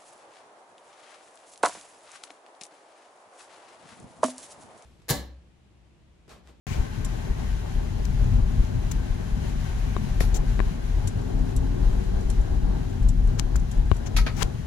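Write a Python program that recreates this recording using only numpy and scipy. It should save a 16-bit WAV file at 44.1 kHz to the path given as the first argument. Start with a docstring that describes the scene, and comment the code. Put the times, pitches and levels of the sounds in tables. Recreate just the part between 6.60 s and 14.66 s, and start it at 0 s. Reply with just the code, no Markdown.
"""Inside a car on a wet street, heard from a hand-held phone behind the windscreen.
From the start, bumps make the cabin boom, tyres roar and hiss on the water, and fingers rub the phone.
Between 3 and 4 s fingers knock by the left microphone, and a short swishing rub starts sharply and fades.
Then one press of the accelerator swells the engine, and drops tick on the glass.
From about 7 s the engine fades, the fingers knock and rub again, and something plastic clacks twice."""
import sys
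import numpy as np
from scipy import signal
from scipy.fft import rfft, irfft, next_fast_len
from scipy.io import wavfile
from scipy.ndimage import uniform_filter1d

SR = 44100
rng = np.random.default_rng(int(sys.argv[2]) if len(sys.argv) > 2 else 0)


def output_pcm(signal):
    """Save a mono or channel-first signal as 16-bit PCM at the path in sys.argv[1].

    Samples are clipped to [-1, 1] before scaling.
    """
    pcm = np.clip(np.atleast_2d(signal).T, -1, 1) * 32767
    wavfile.write(sys.argv[1], SR, np.round(pcm).astype(np.int16))


N = 355446
T = np.arange(N) / SR

# Levels in a table compare its rows; the functions may turn the whole sound up or down.
# how hard the road shakes the car: time_s, boom_db, rumble_db
ROAD_SHAKE = [(0.1, -38, -33), (0.8, -29, -32), (1.4, -29, -31.5), (1.6, -24.5, -30.5), (2.1, -27.5, -27.5),
              (2.55, -34.5, -31.5), (3.0, -31, -30), (4.15, -28.5, -31), (4.6, -26.5, -29.5),
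              (5.1, -31, -29.5), (5.65, -27, -31), (6.5, -27, -30), (7.2, -27, -33), (8.06, -38.5, -31)]
# bumps that set the cabin booming: start_s, length_s, level_db
ROAD_BUMPS = [(0.172, 0.045, -17), (0.70, 0.014, -17), (0.87, 0.11, -24), (1.14, 0.086, -22),
              (1.61, 0.057, -17.5), (1.71, 0.17, -18.5), (1.967, 0.069, -17), (2.14, 0.022, -21),
              (2.24, 0.021, -15), (2.335, 0.081, -22), (2.49, 0.039, -18.5), (2.725, 0.019, -18),
              (3.685, 0.089, -20), (3.787, 0.029, -19), (3.856, 0.12, -20.5), (3.986, 0.1, -20),
              (4.307, 0.12, -21), (4.41, 0.047, -23), (4.811, 0.023, -15), (4.964, 0.054, -19),
              (5.217, 0.13, -16.5), (5.372, 0.05, -20.5), (5.526, 0.051, -19), (5.766, 0.059, -16.5),
              (5.915, 0.093, -21.5), (6.053, 0.06, -18.5), (6.41, 0.12, -16), (6.572, 0.14, -17),
              (6.934, 0.072, -17), (7.164, 0.1, -16.5), (7.55, 0.095, -16), (7.83, 0.034, -21)]
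# sharper edges that thud through the panels: start_s, length_s, level_db
ROAD_EDGES = [(.105, 0.033, -28.5), (.375, 0.023, -27), (1.15, 0.014, -23.5), (1.476, 0.033, -27),
              (1.536, 0.033, -25.5), (1.612, 0.079, -24), (1.714, 0.092, -23), (1.947, 0.037, -24.5),
              (2.139, 0.051, -28), (2.236, 0.072, -28), (4.43, 0.068, -25), (4.938, .04, -27.5),
              (5.008, 0.033, -28)]
# tone (strength at each pitch) of the boom, the rumble and the thuds: pitch_hz, level_db
BOOM_TONE = [(20, -18), (28, -8), (38, 0), (50, -7), (60, -17), (80, -36)]
RUMBLE_TONE = [(40, -48), (62, 3.5), (80, -1.5), (102, 0.5), (150, -4.5), (180, -8), (245, -8.5),
               (300, -24), (500, -36), (1000, -83)]
THUD_TONE = [(45, -12), (70, 6), (120, 7.5), (160, -12.5), (220, -9.5), (300, -18.5)]

# how fast the engine fires: time_s, firing_hz
FIRING_RATE = [(4.2, 80), (4.7, 84.85), (5.0, 87.34), (5.2, 94), (5.45, 95.9), (5.8, 95.5), (6.3, 91.6),
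               (6.8, 85.1), (7.2, 79.9)]
# how well the cabin lets the engine through: pitch_hz, gain_db
ENGINE_TO_CABIN = [(80, -13), (96, -1.5), (170, -16), (190, .5), (215, -8), (240, -7), (258, -2),
                   (277, 1.5), (286, -7), (340, -15), (362, -7), (384, -1.5), (430, -16), (480, -10.5)]

# water on the road, as the strength of the spray: time_s, level_db
ROAD_WATER = [(0.25, -53.5), (0.77, -54), (1.26, -56), (2.6, -55), (3.25, -53.5), (4.1, -55), (4.83, -57.5),
              (5.18, -56), (6.4, -58), (6.62, -59.5), (6.85, -58), (7.5, -57.5)]
# tone of the tyres' roar and of their spray: pitch_hz, level_db
ROAR_TONE = [(180, -36), (300, 0), (390, 3), (510, -6.5), (640, -5.5), (850, -7.5), (1250, -20),
             (1600, -14.5), (2400, -46), (4000, -28.5), (8000, -46)]
SPRAY_TONE = [(600, -7.5), (1200, 6.5), (1700, 7), (2400, 4), (3200, 2.5), (4200, 1), (5000, -3),
              (6700, -2.5), (8400, -9), (10500, -11), (13000, -13.5), (16000, -23)]
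# narrow bands where the tread sings: pitch_hz, width_hz, level_db
TREAD_NOTES = [(630, 120, -1), (750, 130, -1), (880, 130, 1.2), (1040, 110, -1.5), (1565, 130, -.3),
               (1680, 130, -7.5), (1860, 200, -5.5), (2110, 160, -8), (2400, 170, -8.5)]

# finger knocks, each with the ring of the spot it hits: start_s, level_db, spot_hz, spot_gain_db
FINGER_KNOCKS = [(3.3615, -47, 700, 1), (3.3657, -14, 1060, -22), (3.606, -31, 2100, 19),
                 (3.6076, -18.5, 1880, 6), (3.6088, -27, 440, 18.5), (3.9929, -17.5, 1880, -2),
                 (4.0026, -11.5, 1700, -3.5), (6.9568, -28.5, 1430, 7.5), (7.3155, -7.5, 2890, -10)]
# notes of the phone's case (ring_s is the time to fade by 60 dB): pitch_hz, level_db, ring_s
CASE_NOTES = [(232, -4.5, 0.026), (376, -5.5, 0.028), (640, 0, 0.0062), (1092, -4.5, 0.015),
              (1480, -11, 0.0092), (2280, -13, 0.0071), (3760, -14.5, 0.01), (7400, -10, 0.002)]
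# finger rubs: peak_s, level_db, rise_s, hold_s, fade_s, bass_db, lean_left_db, scrape_hz
FINGER_RUBS = [(0.113, -42.5, 0.076, .025, 0.046, -2, 28, 2430),
               (1.453, -38, .0018, .002, .002, -9, 16, 5340),
               (2.314, -33.5, 0.0011, 0.0058, 0.0039, -17, 22, 6870),
               (3.615, -38.5, .003, 0.018, 0.016, 18, 20, 704),
               (3.744, -38.5, 0.0017, 0.027, 0.0065, -12, 8.5, 6800),
               (6.794, -32, 0.0052, 0.0011, .0064, 5, 32, 6500),
               (6.958, -38, .001, 0.0074, .002, -22, 27, 6800),
               (6.996, -53, .002, .006, .005, -18, 20, 6500),
               (7.466, -39.5, 0.0044, 0.0064, 0.0083, 2, 14, 6300),
               (7.768, -46.5, .002, 0.015, 0.028, -24, 17.5, 5460),
               (7.815, -31.5, 0.029, 0.011, 0.014, 5, 26, 810),
               (7.8228, -20.5, 0.0022, 0.0061, .001, 6, 38, 1030)]
# tone of a finger rub: pitch_hz, level_db
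RUB_TONE = [(300, 8.5), (700, 3.5), (1050, 7), (1500, 8.5), (2200, 7), (3300, 3), (5000, 1), (6800, -0.5),
            (8500, -2.5), (11000, -6.5), (16000, -11)]
# skin snapping free at the end of a rub: start_s, level_db
SKIN_SNAPS = [(6.7967, -7), (7.829, -11.5), (7.8308, -8.5)]
# the phone shifting in the hand: start_s, length_s, level_db, pitch_hz
GRIP_SHIFTS = [(3.626, .012, -40, 400), (3.634, .008, -41, 720), (3.741, .02, -35.5, 400),
               (3.828, .016, -40.5, 560)]

# a short swishing rub, then two plastic clacks: start_s, level_db, fade_s, tilt_db_per_octave
SWISH_AND_CLACKS = [(3.602, -34.5, 0.3, 6), (7.5639, -23, 0.22, 1), (7.6632, -25, 0.18, -5.5)]
# tone of the swish and the clacks before their tilt: pitch_hz, level_db
SWISH_AND_CLACK_TONE = [(300, -5), (800, -6), (1400, -3), (2200, 4), (3000, -1), (4200, 2), (6500, -6),
                        (8500, -14.5), (12300, -13), (13500, -25), (16000, -42)]
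# the loose part landing after a clack: start_s, level_db
PART_LANDINGS = [(7.568, -31), (7.5855, -22.5), (7.667, -27)]
# notes that part rings with: pitch_hz, level_db, ring_s
PART_NOTES = [(947, -12, .1), (1278, -18.5, .4), (1305, -9, .09), (1345, -13, .08), (1560, -13, .08),
              (1900, -13, .1), (2185, -12, .1), (2410, -14, .1), (4260, -24, .22), (4425, -29, .22),
              (4638, -26.5, .22)]

# drops on the glass: start_s, level_db
WATER_DROPS = [(0.448, -31), (4.4737, -28), (4.964, -33), (5.608, -47), (5.7005, -34), (5.813, -46.5),
               (6.2976, -51), (6.427, -49), (6.487, -33), (6.6728, -46.5), (7.1132, -37), (7.174, -51),
               (7.366, -42)]
# tone of a drop: pitch_hz, level_db
DROP_TONE = [(1000, -31), (3000, 2), (4800, -0.5), (5700, 2), (6800, 9.5), (8500, 5), (11000, -0.5),
             (13000, -8), (16000, -25)]
# pitches the glass boosts or weakens: pitch_hz, width_hz, gain_db
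GLASS_BANDS = [(3900, 500, 4), (5800, 450, 7), (6500, 600, -7), (7400, 600, 5), (8500, 400, 2),
               (11000, 500, 3)]

# how much echoes in the cabin ripple the tone: pitch_hz, depth_db
CABIN_RIPPLE = [(280, 0), (700, 1.8), (2500, 2.2), (6000, 1.8), (12000, 1.3)]
# how alike the two microphones sound: pitch_hz, likeness_0_to_1
STEREO_LIKENESS = [(30, .99), (90, .98), (180, .93), (350, .87), (700, .55), (1500, .25), (6000, .25),
                   (14000, .2)]
# how much louder the left side is: pitch_hz, left_minus_right_db
STEREO_BALANCE = [(30, 4.3), (100, 4.8), (350, 5), (700, 5.5), (1400, 4), (2400, 2.5), (3300, 5), (4500, 2),
                  (8000, 1.5), (14000, 1)]
# pitches each microphone's opening boosts or weakens: pitch_hz, width_hz, gain_db
LEFT_MIC_BANDS = [(6720, 2100, 5.5), (9830, 7700, -4.5)]
RIGHT_MIC_BANDS = [(6500, 2600, -1), (10700, 1430, 9.5)]
LEFT_LAG_S = .001   # the car's sound reaches the left microphone this much later


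def car_body(panel_hz=103.4, panel_width_hz=8):
    """The road makes the cabin air boom and the panels rumble, most at bumps; one panel drones."""
    rolling_db, rumble_db = in_time(ROAD_SHAKE)
    bumps = jolts(ROAD_BUMPS, attack_s=.028, release_s=.038)
    edges = jolts(ROAD_EDGES, attack_s=.0128, release_s=.032)
    boom_level = np.maximum(from_db(rolling_db + 5 * drift(13)), bumps)
    rumble_level = np.hypot(from_db(rumble_db + 2 * drift(14)), from_db(-18) * bumps)
    drone = unit_power(resonance(rng.standard_normal(N), panel_hz, panel_width_hz))
    drone = drone * pan(at_hz(STEREO_BALANCE, panel_hz))
    rumble = steadied(cabin_noise(RUMBLE_TONE) + from_db(-11) * drone, samples=3500)
    boom = steadied(cabin_noise(BOOM_TONE), samples=3200)
    thud = steadied(cabin_noise(THUD_TONE), samples=2000)
    return boom_level * boom + rumble_level * rumble + edges * thud


def engine(idle_db=-51, full_load_db=-31.7, flutter_db=.8, half_step_db=-7, roughness=.42):
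    """Firings hum at multiples of their rate, with weaker notes between; the cabin favours some."""
    firing_hz, = in_time(FIRING_RATE)
    level_db = idle_db + (full_load_db - idle_db) * engine_load()
    firing_phase = 2 * np.pi * np.cumsum(firing_hz * (1 + .009 * drift(30))) / SR
    hum = 0
    for multiple in 1 + np.arange(9) / 2:
        note_db = level_db + at_hz(ENGINE_TO_CABIN, multiple * firing_hz)
        note_db = note_db + flutter_db * drift(9.9) + half_step_db * (multiple % 1 > 0)
        phase = multiple * firing_phase + rng.uniform(0, 2 * np.pi)
        # uneven firings roughen each note
        rough = roughness * (drift(60) * np.sin(phase) + drift(60) * np.cos(phase))
        hum = hum + from_db(note_db - 2) * (np.sin(phase) + rough)
    late_hum = np.interp(T - LEFT_LAG_S, T, hum)
    return np.array([late_hum, hum]) * pan(5)


def engine_load(press_s=4.09, attack_s=.68, ease_per_s=.34):
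    """How hard the engine pulls, 0 to 1: the accelerator is pressed, eased off and let go."""
    easing = np.clip(1 - ease_per_s * (T - press_s - attack_s), 0, 1)
    return swell(press_s, attack_s, hold_s=2.34, release_s=.4) * easing


def tyres(load_boost_db=2.5, waver_db=2.3):
    """The tread roars, more when the engine pulls; water makes it sing and is thrown off hissing."""
    water_db, = in_time(ROAD_WATER)
    roar = from_db(-43 + load_boost_db * engine_load() + 2.45 * drift(20)) * cabin_noise(ROAR_TONE)
    spray = from_db(water_db + 5.5 + 1.13 * drift(20)) * cabin_noise(SPRAY_TONE)
    noise = rng.standard_normal((2, N))
    singing = sum(unit_power(steep_resonance(noise, hz, width_hz)) * from_db(db + waver_db * drift(15))
                  for hz, width_hz, db in TREAD_NOTES)
    singing_db = -60.7 + 2.7 * (water_db - water_db.mean())
    return roar + spray + singing * from_db(singing_db) * pan(3.9)


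def finger_knocks(thump_growth=3.6):
    """A fingertip hits the phone: the whole phone thumps, and the case and the struck spot ring."""
    times, level_db = np.transpose(FINGER_KNOCKS)[:2]
    uneven_db = rng.normal(0, 2, (len(times), len(CASE_NOTES))).T
    case = sum(ring(clicks(times, level_db + db + chance_db), hz, ring_s)
               for (hz, db, ring_s), chance_db in zip(CASE_NOTES, uneven_db))
    thump_db = 2 + thump_growth * (level_db - level_db.max())   # light knocks barely thump
    thump = ring(clicks(times, thump_db), hz=84.4, ring_s=.052)
    spots = sum(ring(clicks([start_s], db + spot_db), hz, ring_s=.011)
                for start_s, db, hz, spot_db in FINGER_KNOCKS)
    # the soft fingertip dulls the blow
    return band(thump + case + spots, 44, 2060) * pan(24.7) * from_db(-12.5)


def finger_rubs():
    """Skin drags over the case in tiny slips that swell, hold and stop; sometimes it snaps free."""
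    out = np.zeros((2, N))
    for peak_s, db, rise_s, hold_s, fade_s, bass_db, left_db, scrape_hz in FINGER_RUBS:
        t, slips = grainy_noise(RUB_TONE, bass_db=bass_db, scrape_hz=scrape_hz)
        lead_s = min(peak_s, .15)
        rising, fading = (t - lead_s) / rise_s, (lead_s + hold_s - t) / fade_s
        stroke = np.exp(np.minimum(np.minimum(rising, fading), 0))
        add(out, from_db([[db + 3.5], [db + 4 - left_db]]) * stroke * slips, peak_s - lead_s)
    # a snap is one short pulse, rounded by the skin
    rounding = signal.butter(4, 11500, fs=SR, output="sos")
    snaps = signal.sosfilt(rounding, clicks(*np.transpose(SKIN_SNAPS)) + 1e-18)
    return out + band(snaps, 1500, 8800) * pan(42.2) * from_db(-7.5)


def swish_and_clacks(attack_s=.0018, treble_from_hz=1600, treble_life=.7, chatter_db=.5):
    """A swishing rub and two plastic clacks start sharply and fade; a loose part lands and rings."""
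    out = np.zeros((2, N))
    low_pass = signal.butter(2, treble_from_hz, fs=SR, output="sos")
    for start_s, db, fade_s, tilt_db in SWISH_AND_CLACKS:
        t, grit = grainy_noise(SWISH_AND_CLACK_TONE, tilt_db=tilt_db)
        grit = unit_power(grit * from_db(chatter_db * drift(690)[:len(t)]))
        low = signal.sosfiltfilt(low_pass, grit)
        fade = np.exp(-np.log(1000) * t / fade_s)
        burst = low * fade + (grit - low) * fade ** (1 / treble_life)   # the treble dies first
        add(out, from_db(db) * (1 - np.exp(-t / attack_s)) * burst, start_s)
    times, level_db = np.transpose(PART_LANDINGS)
    rings = sum(ring(clicks(times, level_db + db), hz, ring_s) for hz, db, ring_s in PART_NOTES)
    rings = band(rings, 600, 12000)   # the rings keep clear of the bass
    return out * pan(1.3) + rings * (1 + .5 * drift(160)) * pan(7)


def drops(droplets_from_s=4.5, droplets_per_s=9, tick_s=.0013, scatter_s=.0071, spatter_after_s=.013):
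    """Drops tick, echo off glass and dashboard, and spatter back; fine droplets join in later."""
    out = np.zeros((2, N))
    count = int(droplets_per_s * (T[-1] - droplets_from_s))
    droplets = zip(rng.uniform(droplets_from_s, T[-1], count), rng.normal(-56, 2.5, count))
    for start_s, db in WATER_DROPS + list(droplets):
        t, splash = grainy_noise(DROP_TONE, samples=4096)
        tick = np.exp(-t / tick_s) * pan(-22) * from_db(-7.5)
        arriving = 1 - np.exp(-(t / .0018) ** 2)
        spatter = from_db(-23) * (t > spatter_after_s) * np.exp(-(t - spatter_after_s) / .0072)
        scatter = (np.exp(-t / scatter_s) * arriving + spatter) * pan(7.5)
        add(out, from_db(db - 6) * (tick + scatter) * splash, start_s)
    return coloured(out, GLASS_BANDS)


def grip_shifts(width_hz=170):
    """The case judders briefly against the fingers, close to the left microphone."""
    out = 0
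    for start_s, length_s, db, hz in GRIP_SHIFTS:
        judder = steadied(steep_resonance(rng.standard_normal((1, N)), hz, width_hz), samples=600)
        out = out + from_db(db) * swell(start_s, .003, length_s, .006) * judder
    return out * from_db([[0], [-18]])


def cabin_noise(tone):
    """Stereo noise filling the cabin; the part both microphones share reaches the left one later."""
    size = next_fast_len(N, True)
    hz = np.arange(size // 2 + 1) * SR / size
    white = rfft(rng.standard_normal((3, size)))
    alike = at_hz(STEREO_LIKENESS, hz)
    shared = white[2] * np.exp(-2j * np.pi * hz * np.array([[LEFT_LAG_S], [0]]))
    noise = np.sqrt(alike) * shared + np.sqrt(1 - alike) * white[:2]
    # the tone falls away below hearing and above its last row
    roll_off = hz ** 2 / (hz ** 2 + 15 ** 2) / np.maximum(hz / tone[-1][0], 1) ** 3
    colour = from_db(at_hz(tone, hz) + cabin_ripple_db(hz)) * roll_off
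    return unit_power(irfft(noise * colour * pan(at_hz(STEREO_BALANCE, hz)), size)[:, :N])


def cabin_ripple_db(hz):
    """Echoes in the cabin boost some pitches and weaken others, differently at each microphone."""
    points_hz = np.arange(0, SR / 2, 28)
    sides = rng.standard_normal((2, len(points_hz)))
    return np.array([np.interp(hz, points_hz, side) for side in sides]) * at_hz(CABIN_RIPPLE, hz)


def grainy_noise(tone, tilt_db=0, bass_db=0, scrape_hz=None, samples=16384, scrape_db=8, octaves=.29):
    """Sample times and a short gritty stereo noise, with a peak at scrape_hz if one is given."""
    hz = np.maximum(np.arange(samples // 2 + 1) * SR / samples, 1)
    grains = rng.laplace(0, 1, (2, samples))
    colour_db = at_hz(tone, hz) + tilt_db * np.log2(np.maximum(hz, 800))
    colour_db += bass_db / (1 + (hz / 3500) ** 2)
    if scrape_hz:
        colour_db += scrape_db * np.exp(-(np.log2(hz / scrape_hz) / octaves) ** 2)
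    return np.arange(samples) / SR, unit_power(irfft(rfft(grains) * from_db(colour_db)))


def jolts(rows, attack_s, release_s):
    """Loudness of a series of jolts, each a short rise, hold and fall."""
    return np.max([from_db(db) * swell(start_s - attack_s / 2, attack_s, length_s - attack_s, release_s)
                   for start_s, length_s, db in rows], axis=0)


def swell(start_s, attack_s, hold_s, release_s):
    """Rise straight to 1, hold, and fall straight to 0."""
    falling = 1 - (T - start_s - attack_s - hold_s) / release_s
    return np.clip(np.minimum((T - start_s) / attack_s, falling), 0, 1)


def drift(turns_per_s):
    """A random wander around zero, about 1 in size."""
    points = rng.standard_normal(1000)
    return np.interp(T * turns_per_s, np.arange(len(points)), points)


def clicks(times, levels_db):
    """One click for each contact."""
    out = np.zeros(N)
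    out[(np.asarray(times) * SR).astype(int)] = from_db(levels_db)
    return out


def ring(hits, hz, ring_s):
    """Each click starts a pure note that fades by 60 dB in ring_s."""
    decay, angle = from_db(-60 / (ring_s * SR)), 2 * np.pi * hz / SR
    return signal.lfilter([0, np.sin(angle)], [1, -2 * decay * np.cos(angle), decay ** 2], hits + 1e-18)


def resonance(x, hz, width_hz):
    """Keep the pitches near hz."""
    return signal.lfilter(*signal.iirpeak(hz, hz / width_hz, fs=SR), x + 1e-18)


def steep_resonance(x, hz, width_hz):
    """The same resonance twice, so less gets past its edges."""
    return resonance(resonance(x, hz, width_hz), hz, width_hz)


def band(x, low_hz, high_hz):
    """Gently weaken the pitches outside a range."""
    return signal.sosfilt(signal.butter(1, [low_hz, high_hz], "band", fs=SR, output="sos"), x + 1e-18)


def coloured(x, bands):
    """Boost or weaken each band in turn."""
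    for hz, width_hz, db in bands:
        x = x + (from_db(db) - 1) * resonance(x, hz, width_hz)
    return x


def steadied(x, samples):
    """Take the slow chance swells out of a noise."""
    return x / np.sqrt(uniform_filter1d(np.mean(x ** 2, axis=0), samples) + 1e-9)


def unit_power(x):
    """Scale to an average power of 1."""
    return x / np.sqrt(np.mean(x ** 2) + 1e-20)


def from_db(db):
    """Turn decibels into a multiplier."""
    return 10 ** (np.asarray(db) / 20)


def pan(left_db):
    """Left and right multipliers that make the left louder by left_db."""
    return from_db(np.array([[.5], [-.5]]) * left_db)


def in_time(rows):
    """Join a table's rows into one curve over time for each value column."""
    times, *columns = np.transpose(rows)
    return [np.interp(T, times, column) for column in columns]


def at_hz(rows, hz):
    """Read a table at any pitch, with octaves evenly spaced."""
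    pitches, values = np.transpose(rows)
    return np.interp(np.log(np.maximum(hz, 1)), np.log(pitches), values)


def add(out, sound, start_s):
    """Mix a short sound in at start_s."""
    first = max(int(start_s * SR), 0)
    out[:, first:first + sound.shape[1]] += sound[:, :N - first]


def scene():
    """The moving car and the small sounds inside it."""
    car = car_body() + engine() + tyres()
    return car + finger_knocks() + grip_shifts() + finger_rubs() + drops() + swish_and_clacks()


def record(dry, opens_s=.068, stop_hz=16800):
    """Each microphone colours the sound; the phone opens after a moment and cuts the highest treble."""
    heard = np.array([coloured(dry[0], LEFT_MIC_BANDS), coloured(dry[1], RIGHT_MIC_BANDS)])
    treble_cut = signal.cheby2(16, 60, stop_hz, fs=SR, output="sos")
    return signal.sosfilt(treble_cut, heard * (T >= opens_s))


dry = scene()
out = record(dry)
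output_pcm(out)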